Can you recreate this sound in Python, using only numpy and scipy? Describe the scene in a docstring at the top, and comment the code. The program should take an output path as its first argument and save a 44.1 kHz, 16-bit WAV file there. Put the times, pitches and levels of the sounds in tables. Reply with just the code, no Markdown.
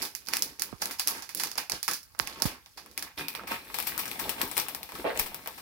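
"""Taped wrapping paper snaps and flaps as fingers pick at a present on a bed in a small bedroom; the sound then
switches at once to an opened parcel: a hand digs in it, the sheet rustles, the gift judders in its wrapping.
Snaps are noise bursts coloured by paper facets, rustle is a crowd of tiny ringing buckles over hiss, flaps are
falling chirps, and the judder is a train of slips that rings the hollow parcel. Two ports hear the snaps
directly and as a short wash from the walls, over soft pressing and the noise of a quiet room."""
import sys
import numpy as np
from scipy import signal
from scipy.fft import rfft, irfft
from scipy.io import wavfile
from scipy.ndimage import uniform_filter1d

SR = 44100
rng = np.random.default_rng(int(sys.argv[2]) if len(sys.argv) > 2 else 0)


def dump_mix(stems):
    """Bounce the given channels to the path in sys.argv[1] as a 16-bit WAV at rate SR."""
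    frames = np.atleast_2d(stems).T  # one column per channel
    limited = np.clip(frames, -1, 1)  # hard clip at full scale
    pcm = np.round(limited * 32767).astype(np.int16)
    wavfile.write(sys.argv[1], SR, pcm)


N = 247401
TIME = np.arange(N) / SR
OPENED_S = 3.172  # a cut: the sound switches at once from a tightly taped parcel to an opened one

# The loudest creases that buckle: t/s, relative level/dB, tilt/(dB per octave), facet resonance f/Hz,
# left-right/dB, relative room share/dB
CREASE_SNAPS = [(0.0199, -22, 3, 4400, -13, 5.5), (0.0257, -23.5, 3.5, 8950, 6, -1.5),
                (0.052, -23, 1.5, 3770, 6, -0.5), (0.151, -20, 3.5, 2150, -8, -4),
                (0.262, -38, 3, 3200, -3, -5), (0.271, -29.5, 1, 4300, -16, 1),
                (0.2859, -20, 1.5, 1620, -4, -5.5), (0.3268, -32, -1, 1800, -2, 8),
                (0.3357, -11.5, 1, 1980, -2.5, -4), (0.36, -24.5, 1, 2290, -7, 2),
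                (0.3692, -14, 3, 2300, 3, -8.5), (0.4228, -10.5, 3.5, 5400, -0.5, -5),
                (0.5959, -21.5, 2.5, 4800, -4, -1.5), (0.6206, -12, 4, 1700, -2, -5.5),
                (0.8187, -19, 4.5, 5500, -1, 3.5), (0.8221, -18, -3, 5660, -1, -5.5),
                (0.8569, -16.5, 3, 1920, 2, -8), (0.911, -24.5, 2, 1300, -1, 3.5),
                (0.986, -36, 1.5, 5000, -6, 10), (0.996, -13, 1.5, 4500, 1, -1.5),
                (1.0741, -11, 3, 10500, -9, -2.5), (1.0815, -11, 5.5, 5500, 8, -4),
                (1.2226, -29.5, -0.5, 6500, -7, 3.5), (1.2917, -29, .5, 2300, -3, 2.5),
                (1.3488, -16, 7.5, 1000, -7, -8), (1.3731, -25.5, 5, 9000, -14, 4),
                (1.3986, -19, 1, 1840, -6, 3.5), (1.4356, -14.5, 1.4, 1000, -1, -2),
                (1.4715, -27, -1, 6600, -11, -5), (1.5152, -24.5, 0.5, 5400, -4, -5.5),
                (1.5556, -30.5, -2.5, 6600, -5, -2), (1.5779, -19.5, 3, 1800, -3, 3),
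                (1.5816, -15.5, -2, 4640, -5, -6), (1.6976, -17, 1, 5100, -2, -6.5),
                (1.7198, -14.5, -0.5, 5100, -4, -12.5), (1.8295, -17.5, 3.5, 4000, -6, -2),
                (1.88, -14, -0.1, 1300, -6, 0), (1.8835, -22, 1, 1300, 5, 1),
                (1.9124, -18.5, 1.5, 1400, -4, 0), (1.9346, -19, 3, 5230, 1, 1.5),
                (2.0307, -37.5, 5, 5000, -6, -1), (2.1491, -39.5, -4.5, 1340, -35, -5),
                (2.1914, -17, 3, 1200, -7, -3.5), (2.2733, -21.5, -.5, 2740, -2.5, -4),
                (2.4213, -9, 3.2, 4600, -9, -6), (2.401, -34, 1, 5300, -2, -10),
                (2.4562, -22.5, 1, 4970, 13, 6), (2.6607, -39, -2.5, 3700, -2, -3),
                (2.7741, -36.5, -2, 4570, -2, 9.5), (2.8614, -38, -3, 12100, 5, -3.5),
                (2.9137, -41.5, 1, 5000, 3, -4), (2.977, -17, 1.5, 2370, 4, -4.5),
                (3.025, -20.5, 1.1, 1800, 4, -3.5), (3.177, -30, 1.5, 2880, -41, 6),
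                (3.2833, -19, 2, 3880, -6, -3), (3.3506, -22.5, 0, 2450, -15, -1),
                (3.4359, -35, -7, 3500, 1, -6), (3.472, -32.5, -0.5, 2200, -4, 10),
                (3.513, -28, -.5, 13000, -11, 8), (3.743, -20.5, 0, 4030, 3, 1.5),
                (3.7866, -17, -.5, 13000, 2, -3), (3.8012, -18.5, 0, 13000, 0, -10),
                (3.8258, -24, 2, 9000, -2, -9), (3.8685, -24.5, 2.5, 2500, 1, 11.5),
                (3.9784, -17.5, 3.5, 1000, 3, -3), (3.991, -23, 2, 2500, -2, 8),
                (4.056, -24, 1, 2500, -2, -1), (4.0794, -26.5, 0, 7000, 3, 0),
                (4.1145, -22, 0.5, 2300, 3, -5), (4.193, -25.5, 0.9, 1800, 4, 9.5),
                (4.2935, -15, 1, 3120, 3, -1), (4.4155, -12.5, 1, 1500, 4, -3.5),
                (4.5139, -23.5, -0.5, 8660, 4, 0), (4.5681, -18, 0.5, 2400, 7, 4.5),
                (4.579, -12.5, -.5, 12200, 2, -3.5), (4.599, -17, 1, 5300, 1, -2),
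                (4.6845, -22, 0.3, 12900, 3, 0.5), (4.7482, -20.5, 1, 1800, 0, -4.5),
                (4.8309, -25, 0.5, 4540, 4.5, -5), (4.8907, -33.5, -2, 2100, -1, 2),
                (4.9207, -29.5, -2.5, 1300, 2, -5), (4.9532, -30.5, -2, 1500, 5, 0),
                (5.175, -21.5, 1.5, 8000, 12, -8), (5.1914, -19, 1.5, 2030, 1, 6.5),
                (5.1962, -11.5, 3.5, 2000, 1, -7), (5.262, -28, 0.5, 1000, 4, 4),
                (5.3447, -23, -0.5, 13000, 3, -4), (5.46, -28.5, -3.5, 1940, 1, -3),
                (5.4743, -21, -1.5, 13400, 7, -5), (5.578, -38, -1.5, 1300, 1, 9)]
# Colour of the tightly taped paper as the two microphone ports hear it:
# f/Hz, left relative level/dB, right relative level/dB
TAPED_AT_PORTS = [(151, -11, -23.5), (400, -16, -13), (940, -5, -4.5), (1500, -6.5, -3.5), (2300, -8, -3.5),
                  (3420, -7.5, -11.5), (4630, -12, -0.5), (5850, -12.5, -2.5), (7000, -15, -6.5),
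                  (8560, -8.5, -17), (10230, -8.5, -6), (11100, -7, -6.5), (14900, -14.5, -13),
                  (15700, -10, -15.5)]
# Colour of the open paper as the two microphone ports hear it, the right one dull in the treble:
# f/Hz, left relative level/dB, right relative level/dB
OPEN_AT_PORTS = [(150, -37.5, -17), (400, -8.5, -10), (910, -2, -2), (1500, -5.5, -4.5), (2300, -4.5, -2),
                 (3180, -6.5, -10), (4530, -6.5, -7), (5860, -10.5, -7), (7000, -10, -57), (8000, -7, -53),
                 (9700, -5.5, -13.5), (12200, -6, -25), (14500, -1, -82), (15900, -9.5, -100)]


def amp(db):
    """Level is logarithmic: decibels become an amplitude gain."""
    return 10 ** (np.asarray(db) / 20)


def rms_one(x):
    """Normalization of power: scale to unit rms."""
    return x / np.sqrt(np.mean(x ** 2) + 1e-20)


def panned(db):
    """Constant-power panning: left and right gains for a left-right difference in dB."""
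    return rms_one(amp([[db / 2], [-db / 2]]))


def bins(size):
    """Discrete Fourier transform: the frequencies of its bins in Hz."""
    return np.arange(size // 2 + 1) * SR / size


def at_hz(points, hz, axis=1):
    """Constant-ratio frequency scale: read one column of a spectrum along log frequency."""
    points = np.array(points)
    return np.interp(np.log(np.maximum(hz, 1)), np.log(points[:, 0]), points[:, axis])


def causal(db):
    """Minimum phase: folding the cepstrum gives the impulse response in which nothing sounds early."""
    cepstrum = irfft(np.log(amp(db)))
    half = cepstrum.shape[-1] // 2
    cepstrum[..., 1:half] *= 2
    cepstrum[..., half + 1:] = 0
    return irfft(np.exp(rfft(cepstrum)))


def through(x, response):
    """Linear superposition: convolve each channel with an impulse response."""
    convolved = signal.fftconvolve(np.atleast_2d(x), np.atleast_2d(response), axes=-1)
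    return convolved[:, :x.shape[-1]]


def resonate(x, modes):
    """Modal synthesis: parallel damped resonators of f/Hz, width/Hz, gain/dB."""
    out = 0
    for hz, width, db in modes:
        r = np.exp(-np.pi * width / SR)
        zeros = np.array([1, 0, -1]) * (1 - r * r) / 2
        poles = [1, -2 * r * np.cos(2 * np.pi * hz / SR), r * r]
        out = out + amp(db) * signal.lfilter(zeros, poles, x)
    return out


def add(out, s, sound):
    """Superposition of events: mix a short sound in at time s."""
    at = max(round(s * SR), 0)
    out[:, at:at + sound.shape[-1]] += sound[:, :max(N - at, 0)]


def heard_paper_db(table, hz):
    """Inefficient bass radiation of a sheet: its colour as the two ports hear it, falling away in the bass."""
    colour = np.array([at_hz(table, hz, axis=1), at_hz(table, hz, axis=2)])
    return colour - 10 * np.log10(1 + (130 / (hz + 1)) ** 4)


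def tilted_paper_db(s, tilt, hz):
    """Spectral tilt: the paper as heard at time s, sloped in dB per octave above 600 Hz."""
    paper = TAPED_AT_PORTS if s < OPENED_S else OPEN_AT_PORTS
    return heard_paper_db(paper, hz) + tilt * np.log2(np.maximum(hz, 600))


def shaped(excitation, colour_db, pan):
    """Source-filter principle: colour and pan a short excitation, with the energy of 1 ms at unit level."""
    sound = through(excitation, causal(colour_db)) * panned(pan)
    energy = np.sum(sound ** 2) / 2
    return sound / np.sqrt(energy / (SR / 1000))


def snaps(flutter_db, flutter_s, ring_octaves, room_ring, room_pan, size=512):
    """Buckling instability: a crease gives way within a millisecond and the facets round it flutter briefly."""
    crack_s, first_kick = 0.00078, 2.24  # decay time of the crack; weight of the fold's first sample
    facet_db = 6.5  # height of the facet resonance
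    below_db, below_octaves = -2.5, 1.6  # a facet radiates little this far below its resonance
    direct, to_room = np.zeros((2, 2, N))
    t, hz = TIME[:size], bins(size)
    impulse = 1.0 * (t == 0)
    octave = np.log2(np.maximum(hz, 600))
    envelope = np.exp(-t / crack_s) + amp(flutter_db) * np.exp(-t / flutter_s)
    for s, db, tilt, ring_hz, pan, room_db in CREASE_SNAPS:
        colour = tilted_paper_db(s, tilt, hz)
        above = octave - np.log2(ring_hz)
        peak = facet_db * np.exp(-(above / ring_octaves) ** 2)
        dip = below_db * np.exp(-((above + below_octaves) / ring_octaves) ** 2)
        ring = peak + dip
        burst = rng.standard_normal((2, size)) * envelope
        burst[:, 0] += first_kick * rng.choice([-1, 1])
        burst /= np.linalg.norm(burst, axis=1, keepdims=True)
        add(direct, s, amp(db) * shaped(burst, colour + ring, pan))
        # the walls gather what the sheet sends in all directions: smoother in colour, less to one side
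        sent = shaped(impulse, colour + room_ring * ring, room_pan * pan)
        add(to_room, s, amp(db + room_db) * sent)
    return direct, to_room


def after_ticks(wait_s, below_db, count=6, size=4096):
    """Stress redistribution: a snap loads the creases next to it, and smaller ticks follow at random waits."""
    out, hz = np.zeros((2, N)), bins(256)
    tick_decay = np.exp(-1 / (.0002 * SR))  # a decay time of 0.2 ms
    for s, db, tilt, *_ in CREASE_SNAPS:
        waits = np.minimum(rng.exponential(wait_s, count), TIME[size - 200])
        sizes = amp(rng.normal(0, 4, (2, count))) * np.exp(-.7 * waits / wait_s)
        ticks = np.zeros((2, size))
        ticks[:, (waits * SR).astype(int)] = sizes
        envelope = signal.lfilter([1], [1, -tick_decay], ticks + 1e-18)
        cracks = envelope * rng.standard_normal((2, size))
        add(out, s + .004, amp(db + below_db) * shaped(cracks, tilted_paper_db(s, tilt, hz), 0))
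    return out


def flaps(spread_s, rough, size=8192):
    """Bending-wave dispersion: high pitch runs faster, so a flexing panel arrives as a falling chirp."""
    # Whole panels that flex: t/s, level/dB, starting f/Hz, decay time/s, left-right/dB
    flexes = [(0.729, -33, 410, 0.014, -34), (1.735, -41, 261, 0.013, -3), (2.2, -38, 380, 0.028, -27),
              (2.419, -35, 600, 0.016, -7), (2.4543, -18.5, 283, 0.011, -43), (4.438, -45, 292, 0.025, -9),
              (5.196, -39, 132, 0.05, -16)]
    out, t = np.zeros((2, N)), TIME[:size]
    for s, db, hz, decay, pan in flexes:
        phase = 2 * np.pi * hz * spread_s * np.log1p(t / spread_s)
        wobble = 1 + rough * rms_one(uniform_filter1d(rng.standard_normal(size), size=50))
        add(out, s, amp(db) * panned(pan) * np.sin(phase) * wobble * np.exp(-t / decay))
    return out


def pop():
    """Snap-through: a taut panel turns inside out and gives one hard, dull pulse."""
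    # The pop: t/s, kick level/dB, left-right/dB
    pop_event = (2.1987, 6.0, -42)
    # Resonances of the panel: f/Hz, width/Hz, gain/dB
    panel_modes = [(1300, 1200, 9.5), (4300, 1700, 0.5)]
    s, db, pan = pop_event
    kick = np.zeros(N)
    kick[round(s * SR)] = amp(db)
    dull = signal.butter(4, 6500, fs=SR, output="sos")
    return signal.sosfilt(dull, resonate(kick, panel_modes)) * panned(pan)


def clumps():
    """Clustered failure: tiny creases give way in clumps, so their level wanders at random."""
    spread_db, clump_s = 3.5, .007  # standard deviation at each knot; spacing of the knots
    knots = np.arange(0, TIME[-1] + clump_s, clump_s)
    return amp(spread_db * np.interp(TIME, knots, rng.standard_normal(len(knots))))


def grains(per_s, spread_db, hiss_db, low_hz, high_hz, count=12):
    """Crackling noise: tiny buckles of very uneven size each ring a facet, over the hiss of friction."""
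    born = rng.random(N) < per_s / SR
    sizes = amp(spread_db * np.minimum(rng.exponential(1, N), 3.5))
    clicks = born * sizes * clumps() * rng.choice([-1, 1], N)
    facet, out = rng.integers(0, count, N), 0
    for k, hz in enumerate(np.geomspace(low_hz, high_hz, count)):
        ringing = resonate(clicks * (facet == k) + 1e-18, [(hz, hz / 3.5, 0)])
        # a shift of a few samples: the ports hear low facets alike and high ones out of step
        other_port = np.roll(ringing, rng.integers(-9, 10))
        out = out + np.array([ringing, other_port])
    hiss = amp(hiss_db) * rng.standard_normal((2, N))
    return rms_one(rms_one(out) + hiss)


def rustle(excitation, kind, split_hz, size=1024):
    """Source-filter principle: the lower or the upper part of the grains takes the colour of paper as heard."""
    split = signal.butter(3, split_hz, kind, fs=SR, output="sos")
    part = signal.sosfilt(split, excitation)
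    taped = rms_one(through(part, causal(heard_paper_db(TAPED_AT_PORTS, bins(size)))))
    opened = rms_one(through(part, causal(heard_paper_db(OPEN_AT_PORTS, bins(size)))))
    return np.where(TIME < OPENED_S, taped, opened)


def tug(s, hold):
    """Attack-hold-release envelope: the grip tightens quickly to full at s, holds and lets go."""
    attack_s, release_db_per_s = 0.018, 260
    attack = np.clip((TIME - s) / attack_s + 1, 0, 1)
    return attack * amp(-release_db_per_s * np.maximum(TIME - s - hold, 0))


def handling():
    """Power addition of independent efforts: gains of sliding, pressing and crinkling under the hands."""
    # The fingers tug at the paper: t of full grip/s, hold/s, relative effort/dB,
    # relative weight on the parcel/dB, crispness relative to effort/dB
    finger_tugs = [(0.0, 0.028, -39, -1, 4.5), (0.12, 1.5, -64.5, 4, 12), (0.287, 0.2, -45.5, 1.5, 4),
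                   (0.599, 0.09, -49, 1.5, -9), (0.814, 0.091, -39, -2.5, -2), (1.072, 0.1, -40.5, -2, 5.5),
                   (1.36, 0.11, -47.5, 5.5, 12.5), (1.57, 0.028, -40, -4.5, -14),
                   (1.721, 0.022, -39.5, -1, 6), (1.89, 0.02, -56, 17.5, 0), (2.194, 0.15, -43, -3.5, -1.5),
                   (2.374, 0.15, -40, -2.5, -5.5), (2.773, 0.15, -59, 6, 3),
                   (2.976, 0.074, -43.5, -3.5, -14), (3.186, 0.019, -37.5, -2, 3.5),
                   (3.499, 0.045, -35, -5.5, 0.5), (3.782, 0.033, -46, -5, 12),
                   (4.218, 0.075, -36.5, -1.5, 1.5), (4.394, 0.02, -32, -6, -1), (4.569, 0.022, -44, 6, 14),
                   (4.944, 0.055, -43, 3, 4.5), (5.06, 0.026, -38, -21, -17), (5.158, .05, -40, 1.5, 3)]
    # A hand rummages in the opened parcel: t/s, relative effort/dB, relative level of the fine crinkle/dB
    hand_efforts = [(3.2, -66, -62), (3.29, -63, -66), (3.39, -43, -70), (3.54, -52.5, -58),
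                    (3.82, -45, -37), (3.93, -43.5, -42.5), (4.15, -44.5, -41.5), (4.27, -45, -50),
                    (4.45, -46.5, -42), (4.78, -47.5, -51), (4.95, -57, -47), (5.13, -47, -45.5),
                    (5.33, -48, -48.5), (5.61, -54.5, -47.5)]
    resting_db = [[-65.5], [-79.5], [-58]]  # the wrapping never lies quite still: slide, press, crinkle
    tug_press_db = -8.5  # pressing relative to the effort of a tug, before its weight
    s, *columns = np.transpose(hand_efforts)
    effort_db, fine_db = (np.interp(TIME, s, column) for column in columns)
    rummage = amp([effort_db + 1.5, effort_db - 7.5, fine_db + 3])  # slide, press, crinkle
    rummage = rummage * (TIME > OPENED_S)
    power = amp(resting_db) ** 2 + rummage ** 2
    for s, hold, db, weight_db, crisp_db in finger_tugs:
        gains = amp([[db], [db + tug_press_db + weight_db], [db + crisp_db]])
        power = power + (gains * tug(s, hold)) ** 2
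    return np.sqrt(power)


def judder(jitter, drive_db, scrape_db):
    """Stick-slip friction: uneven slips, each with a little scrape, ring the hollow parcel."""
    # The gift sticks and slips in its wrapping: t/s, nominal slip rate/(1/s), relative level/dB
    slip_path = [(5.044, 150, -6.5), (5.066, 150, -6.5), (5.103, 167, -9.5), (5.113, 150, -27),
                 (5.135, 110, -24)]
    # Resonances of the hollow parcel: f/Hz, width/Hz, gain/dB
    parcel_modes = [(435, 77, -1), (533, 51, 10.5), (648, 53, 7), (990, 97, -6), (1800, 270, -13),
                    (2480, 220, -35)]
    times, per_s, db = np.transpose(slip_path)
    slips, s = np.zeros(N), times[0]
    for early_or_late in rng.uniform(-1.1, 1, 40):
        if s < times[-1]:
            slips[round(s * SR)] = amp(np.interp(s, times, db) + drive_db)
        s += np.exp(jitter * early_or_late) / np.interp(s, times, per_s)
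    scrape = through(slips, np.exp(-TIME[:1024] / 0.0041)) * rng.standard_normal((2, N))
    ringing = resonate(slips + amp(scrape_db) * scrape, parcel_modes)
    muffle = signal.butter(4, 3200, fs=SR, output="sos")  # the wrapping muffles the top
    return signal.sosfilt(muffle, ringing)


def bumps(size=32768):
    """Damped forced vibration: a hand lands on or brushes a panel, which answers with dying band noise."""
    # Hands on a panel: t/s, level/dB, f/Hz, width of the first resonance/Hz, decay time/s, left-right/dB
    hand_contacts = [(0.02, -42, 320, 250, .028, 0), (0.52, -50, 200, 120, 0.0088, -4),
                     (0.727, -34, 674, 400, 0.0021, -25), (1.185, -43, 130, 120, 0.0068, -17),
                     (1.882, -30, 1340, 400, 0.012, 7), (2.42, -32, 550, 450, 0.0071, -1),
                     (2.455, -31, 504, 600, 0.0049, -10), (3.175, -47.5, 2480, 160, .16, -6),
                     (3.176, -43, 3600, 500, 0.036, -3), (3.195, -45.5, 300, 110, 0.067, 1.5),
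                     (3.206, -42, 161, 40, 0.038, 1), (3.393, -35, 1300, 400, 0.0068, -5),
                     (3.514, -37.5, 200, 130, 0.015, 1), (3.516, -36, 1280, 350, 0.018, 7),
                     (3.53, -55, 2430, 200, 0.15, -10), (3.976, -40, 1110, 400, 0.034, 0),
                     (4.252, -40.5, 600, 400, 0.055, -1), (4.43, -37, 264, 121, .029, 0),
                     (4.992, -35.5, 294, 159, 0.015, 1), (5.05, -31, 480, 255, 0.055, 2),
                     (5.071, -50, 2170, 1300, .029, 8), (5.16, -37, 400, 248, 0.038, 2),
                     (5.476, -44.5, 640, 450, 0.016, -7)]
    out = np.zeros((2, N))
    for s, db, hz, width, decay, pan in hand_contacts:
        narrow = resonate(rng.standard_normal(size), [(hz, width, 0)])
        body = resonate(narrow, [(hz, 2 * width, 0)])
        body = body / np.sqrt(uniform_filter1d(body ** 2, size=700) + 1e-20)  # even out the level
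        add(out, s, amp(db) * panned(pan) * body * np.exp(-TIME[:size] / decay))
    return out


def soft_noise(colour, side_db, size=4096):
    """Interchannel coherence: coloured noise from a shared middle and a weaker, opposed side."""
    mid, side = rng.standard_normal((2, N))
    hz = bins(size)
    db = np.array([at_hz(colour, hz, axis=1), at_hz(colour, hz, axis=2)])
    ports = mid + amp(side_db) * side * [[1], [-1]]
    return rms_one(through(ports, causal(db)))


def pressed():
    """Stiffness control: hands lean on the parcel, which while taped tight is too stiff to give much bass."""
    # Soft pressing: f/Hz, left relative level/dB, right relative level/dB
    press_spectrum = [(24.4, -35, -29), (49, -10, 12), (110, -1, 1), (200, 3, 6), (350, 4.5, 5.5),
                      (600, -5, 1), (1200, -29.5, -22.5)]
    soft = soft_noise(press_spectrum, side_db=-36)
    bass_cut = signal.butter(1, 110, "high", fs=SR, output="sos")
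    stiff = signal.sosfilt(bass_cut, soft)
    return np.where(TIME < OPENED_S, stiff, soft)


def room(x, early_db, early_s, size=22050):
    """Reverberant decay: close reflections from bed and corner, then a diffuse tail with its bass shared."""
    # Reverberation time of the diffuse tail: f/Hz, T60/s
    decay_times = [(150, 0.11), (600, 0.19), (2000, 0.23), (5000, 0.23), (10000, 0.19), (15000, 0.22)]
    t, hz = TIME[:size], bins(size)
    separate = rfft(rng.standard_normal((2, size)))
    shared = rfft(rng.standard_normal(size))
    alike = 1 / (1 + (hz / 1300) ** 2)  # the bass is alike in both ports
    spectrum = np.sqrt(1 - alike) * separate + np.sqrt(alike) * shared
    tail = 0
    for centre, t60 in decay_times:
        band = at_hz([(f, float(f == centre)) for f, _ in decay_times], hz)
        tail = tail + irfft(spectrum * band, size) * amp(-60 * t / t60)
    early = 1 + amp(early_db) * np.exp(-t / early_s)
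    onset = np.clip((t - .002) / 0.0015, 0, 1)  # the first reflections arrive after 2 ms
    return through(x, rms_one(tail * early * onset) / np.sqrt(size))


def quiet_room():
    """Stationary background noise: steady coloured noise of the quiet room, partly shared by the ports."""
    # The quiet room: f/Hz, left relative level/dB, right relative level/dB
    quiet_spectrum = [(25, -24, -6), (57.4, 17, 30.5), (200, 5, 11.5), (1000, -17, -19), (4000, -5, -39),
                      (15000, 7, -42)]
    return amp(-62) * soft_noise(quiet_spectrum, side_db=-9)


def scene():
    """Superposition: paper, parcel and hands in the bedroom, with handling effort driving the rustle."""
    sliding, pressing, crinkling = handling()
    direct, to_room = snaps(flutter_db=-7.5, flutter_s=0.0023, ring_octaves=0.36, room_ring=0.44, room_pan=0.5)
    ticks = after_ticks(wait_s=.02, below_db=-13)
    broad_facets = grains(per_s=600, spread_db=5, hiss_db=-2.5, low_hz=450, high_hz=4000)
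    fine_facets = grains(per_s=1000, spread_db=4, hiss_db=1, low_hz=3500, high_hz=14400)
    slide = amp(-6.0) * sliding * rustle(broad_facets, "low", split_hz=3900)
    crinkle = amp(-10.0) * crinkling * rustle(fine_facets, "high", split_hz=1860)
    sheet = slide + crinkle
    popped = pop()
    flapping = flaps(spread_s=0.00538, rough=0.36)
    parcel = judder(jitter=0.46, drive_db=3.0, scrape_db=-12) * panned(-2.4) + bumps()
    press = amp(1.0) * pressing * pressed()
    sent = amp(-1.0) * to_room + sheet + amp(-4) * parcel + amp(-14.5) * popped.mean(0)
    wash = room(sent, early_db=13.5, early_s=0.0016)
    paper = amp(-1.94) * direct + ticks + sheet + popped + flapping
    return paper + parcel + press + wash + quiet_room()


def record(dry):
    """Clipping and band limitation: full scale bounds the peaks and the treble above 15.8 kHz is cut."""
    top_cut = signal.ellip(10, .2, 80, 15800, fs=SR, output="sos")
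    return signal.sosfilt(top_cut, np.clip(dry, -1, 1))


dry = scene()
out = record(dry)
dump_mix(out)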